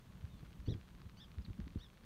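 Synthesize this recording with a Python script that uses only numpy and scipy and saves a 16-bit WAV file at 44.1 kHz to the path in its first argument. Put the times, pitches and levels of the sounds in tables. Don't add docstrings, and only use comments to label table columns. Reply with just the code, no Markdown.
import sys
import numpy as np
from scipy import signal
from scipy.fft import rfft, irfft
from scipy.io import wavfile

SR = 44100
rng = np.random.default_rng(int(sys.argv[2]) if len(sys.argv) > 2 else 0)


def wrap_up_sound(samples):
    columns = np.atleast_2d(samples).T
    tamed = np.clip(columns, -1, 1)
    steps = np.round(tamed * 32767).astype(np.int16)
    wavfile.write(sys.argv[1], SR, steps)


N = 90404

# f/Hz, relative level/dB
AIR_SPECTRUM = [(20, 5.5), (400, 4), (750, -1.5), (1100, 1), (1500, -6), (2300, -6), (3300, -6.5),
                (4400, -9.5), (5000, -14.5), (6300, -12.5), (7500, -16.5), (9500, -16), (10500, -21),
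                (11300, -17.5), (16000, -19)]
# t/s, level/dB
AIR_LEVELS = [(0, -68.5), (.5, -68), (.9, -69), (1.5, -69), (2.05, -69)]
# f/Hz, relative level/dB
BREEZE_SPECTRUM = [(15, -37.5), (30, -4), (50, -0.5), (80, -5), (120, -6), (180, -4.5), (250, -15),
                   (350, -24), (500, -31.5), (800, -38.5), (2000, -69)]
# t/s, level/dB
BREEZE_LEVELS = [(0, -58), (.25, -57.5), (.55, -57), (.8, -56.5), (.86, -65.5), (.95, -55), (1.3, -58),
                 (1.7, -56), (1.88, -63.5), (2.05, -57.5)]
# t/s, gain/dB, main ring f/Hz
TICK_EVENTS = [(0.0658, -66, 1440), (0.2535, -52.5, 1660), (.3949, -56, 1810), (0.4667, -56, 2140),
               (.53, -54.5, 2930), (.6029, -52.5, 1800), (0.6682, -55, 1900), (.7404, -50, 2300),
               (.813, -52, 2500), (0.889, -52.5, 1220), (0.9507, -54, 2040), (1.018, -48.5, 1300),
               (1.0964, -50.5, 2000), (1.1713, -57, 2630), (1.3172, -52, 2430), (1.3848, -49.5, 1820),
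               (1.452, -54.5, 1530), (1.4626, -53, 2210), (1.5323, -53.5, 2370), (1.6026, -47, 1750),
               (1.6797, -47, 2040), (1.705, -54.5, 2380), (1.7506, -58, 1370), (1.8004, -75, 1480),
               (1.9014, -54.5, 2550), (1.9738, -55, 1880), (2.0427, -56.5, 1760)]
# f/Hz, relative level/dB, t60/s
TICK_RESONANCES = [(1110, -12, 0.0037), (2590, -18.5, 0.0056), (3940, 0.5, 0.0014), (5600, -16, 0.0054)]
# t/s, length/s, first f/Hz, last f/Hz, level/dB
FAINT_CHIRPS = [(0.205, 0.017, 4000, 4580, -82), (.28, 0.13, 3780, 3350, -79.5),
                (0.363, 0.049, 4520, 4030, -80), (1.421, 0.0026, 5330, 5100, -68),
                (1.446, .012, 4680, 3480, -61), (1.453, 0.016, 4580, 4360, -73)]
# t/s, thump level/dB, thump f/Hz, thump half-length/s,
# flutter level/dB, flutter decay/s, flutter top f/Hz
WIND_BUFFETS = [(0.242, -47, 85.5, 0.019, -47, 0.018, 138), (0.433, -42, 127, 0.0059, -55, 0.0053, 423),
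                (.598, -47, 69, .012, -53, 0.15, 87), (0.686, -31, 96, .01, -38.5, 0.024, 320),
                (0.705, -30.5, 177, 0.0039, -52, 0.013, 378), (0.721, -32.5, 84, 0.0039, -41, 0.013, 347),
                (0.754, -41.5, 97, 0.019, -49.5, 0.016, 345),
                (0.799, -51.5, 72.5, 0.026, -53.5, 0.022, 148),
                (1.061, -47, 84.6, 0.0097, -59, 0.0091, 201), (1.386, -39, 75, 0.014, -49, 0.022, 250),
                (1.484, -50, 90, 0.0094, -49, .012, 202), (1.505, -35.5, 94, 0.0039, -49.5, 0.0054, 350),
                (1.596, -35.5, 192, 0.0059, -46, 0.016, 272), (1.612, -41, 55.2, 0.0089, -56, 0.035, 158),
                (1.636, -46.5, 58.7, 0.024, -70, .02, 101), (1.672, -42.5, 215, 0.0034, -69, 0.0083, 160),
                (1.76, -30, 194, 0.0021, -56, 0.019, 385), (1.77, -34, 65.4, 0.0073, -52, 0.024, 152)]
# t/s, lead-in/s, time to peak/s, arch half-width/s, length/s,
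# first f/Hz, top f/Hz, last f/Hz, gain/dB, rasp depth/0-1, wobble/dB
BIRD_CALLS = [(.654, 0.028, 0.052, 0.02, 0.0934, 1453, 1982, 1619, -65, 0.5, 3),
              (1.167, 0.033, .055, 0.024, 0.093, 1488, 1798, 1560, -66, 0.46, 0),
              (1.782, 0.021, .049, 0.026, .094, 1395, 1910, 1630, -68, 0.3, 3)]
# relative level/dB in the lead-in, relative level/dB once the voice opens
CALL_HARMONICS = [(-16, -12), (-8.5, 3.5), (-3.5, -8.5), (-13, -34)]


def amp(db):
    return 10 ** (np.asarray(db) / 20)


def spectrum(points, hz):
    f, db = np.transpose(points)
    return amp(np.interp(np.log(hz + 1), np.log(f + 1), db))


def level(points):
    return amp(np.interp(np.arange(N) / SR, *np.transpose(points)))


def add(mix, start, sound):
    part = mix[max(round(start * SR), 0):][:len(sound)]
    part += sound[:len(part)]


def noise(gain):
    shaped = irfft(rfft(rng.standard_normal(N)) * gain(np.fft.rfftfreq(N, 1 / SR)), N)
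    return shaped / np.sqrt(np.mean(shaped ** 2) + 1e-20)


def wander(top_hz):
    return noise(lambda f: 1 / (1 + (f / top_hz) ** 4))


def air():
    return level(AIR_LEVELS) * noise(lambda f: spectrum(AIR_SPECTRUM, f))


def breeze(gust_db=1.4):
    gusts = amp(gust_db * wander(38))
    return level(BREEZE_LEVELS) * gusts * noise(lambda f: spectrum(BREEZE_SPECTRUM, f))


def tick(ring_hz, rise_s, ring_db=1, ring_t60=0.0039, spread=0.18):
    t = np.arange(SR // 80) / SR
    detune = np.exp(spread * rng.standard_normal(len(TICK_RESONANCES)))
    modes = [(ring_hz, ring_db, ring_t60)]
    modes += [(hz * ratio, db, t60) for (hz, db, t60), ratio in zip(TICK_RESONANCES, detune)]
    ring = sum(amp(db - 60 * t / t60) * np.cos(2 * np.pi * hz * (t - rise_s)) for hz, db, t60 in modes)
    return ring * np.sin(np.pi / 2 * np.minimum(t / rise_s, 1)) ** 2


def ticking(band_hz=(800, 5400), rise_s=0.00013, crackle_per_s=70, crackle_gain_db=-58):
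    sizes = amp(crackle_gain_db - 3 * np.minimum(rng.exponential(1, N), 3))
    snaps = sizes * (rng.random(N) < crackle_per_s / SR)
    ticks = signal.fftconvolve(snaps, tick(ring_hz=1480, rise_s=rise_s))[:N]
    for at, db, ring_hz in TICK_EVENTS:
        add(ticks, at - rise_s, amp(db) * tick(ring_hz, rise_s))
    return signal.sosfilt(signal.butter(3, band_hz, "band", fs=SR, output="sos"), ticks)


def chirp(length, first_hz, last_hz, db, jitter=0.013):
    progress = np.arange(0, length, 1 / SR) / length
    glide_hz = first_hz + (last_hz - first_hz) * progress
    hz = glide_hz * (1 + jitter * wander(730)[:len(progress)])
    envelope = np.sqrt(2 * abs(np.sin(np.pi * progress)))
    return amp(db) * envelope * np.sin(2 * np.pi * np.cumsum(hz) / SR)


def buffets(flutter_rise_s=0.0068, flutter_order=3.9, bass_cut_hz=47, bass_cut_q=1.47):
    wind = np.zeros(N)
    for at, thump_db, thump_hz, half_length, flutter_db, decay, top_hz in WIND_BUFFETS:
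        t = np.arange(N) / SR - at
        width = half_length * np.where(t < 0, 0.77, 1)
        wind -= amp(thump_db) * np.cos(2 * np.pi * thump_hz * t) * np.exp(-(t / width) ** 2)
        flutter = noise(lambda f: 1 / np.sqrt(1 + (f / top_hz) ** (2 * flutter_order)))
        wind += amp(flutter_db) * flutter * np.exp(np.where(t < 0, t / flutter_rise_s, -t / decay))
    omega = 2 * np.pi * bass_cut_hz
    mic_bass_cut = signal.bilinear([1, 0, 0], [1, omega / bass_cut_q, omega ** 2], SR)
    return signal.lfilter(*mic_bass_cut, wind)


def call(lead, peak, width, length, first_hz, top_hz, last_hz, db, rasp, wobble_db,
         rasp_hz=250, rasp_swing=0.036, jitter=0.017,
         attack_s=0.0087, open_s=0.00065, release_s=0.0052, fade_db=-10.5):
    t = np.arange(0, length, 1 / SR)
    arch = np.exp(-((t - peak) / width) ** 2)
    opened = 0.5 + 0.5 * np.tanh((t - lead) / open_s)
    rasp_phase = 2 * np.pi * np.cumsum(rasp_hz * (1 + 0.148 * wander(40)[:len(t)])) / SR
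    rasp_depth = rasp * np.sqrt(arch)
    foot_hz = first_hz + (last_hz - first_hz) * t / length
    lift = arch * (0.5 + 0.5 * opened)
    waver = 1 + rasp_swing * rasp_depth * np.cos(rasp_phase) + jitter * wander(330)[:len(t)]
    hz = (foot_hz + (top_hz - foot_hz) * lift) * waver
    phase = 2 * np.pi * np.cumsum(hz) / SR
    voice = sum(amp(thin + (full - thin) * opened) * np.sin(k * phase)
                for k, (thin, full) in enumerate(CALL_HARMONICS, 1))
    flutter = 1 + rasp_depth * np.sin(rasp_phase)
    wobble = amp(wobble_db * opened * wander(190)[:len(t)])
    fade = amp(fade_db * np.maximum((t - peak) / (length - peak), 0) ** 3)
    edges = np.minimum(t / attack_s, 1) * np.minimum((length - t) / release_s, 1)
    return amp(db) * np.sqrt(2) * voice * flutter * wobble * fade * edges


def birds(scatter_db=-7.5, scatter_t60=0.078):
    direct = np.zeros(N)
    for start, *note in BIRD_CALLS:
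        add(direct, start, call(*note))
    for start, *note in FAINT_CHIRPS:
        add(direct, start, chirp(*note))
    t = np.arange(SR // 2) / SR
    tail = rng.standard_normal(len(t)) * amp(-60 * t / scatter_t60)
    scatter = signal.fftconvolve(direct, tail / np.linalg.norm(tail))[:N]
    return direct + amp(scatter_db) * scatter


def scene():
    return (birds() + ticking() + buffets() + breeze() + air())[None]


def record(dry, edge_hz=15720):
    lowpass = signal.firwin(511, edge_hz, window=("kaiser", 9), fs=SR)
    return signal.oaconvolve(dry, lowpass[None], "same")


dry = scene()
out = record(dry)
wrap_up_sound(out)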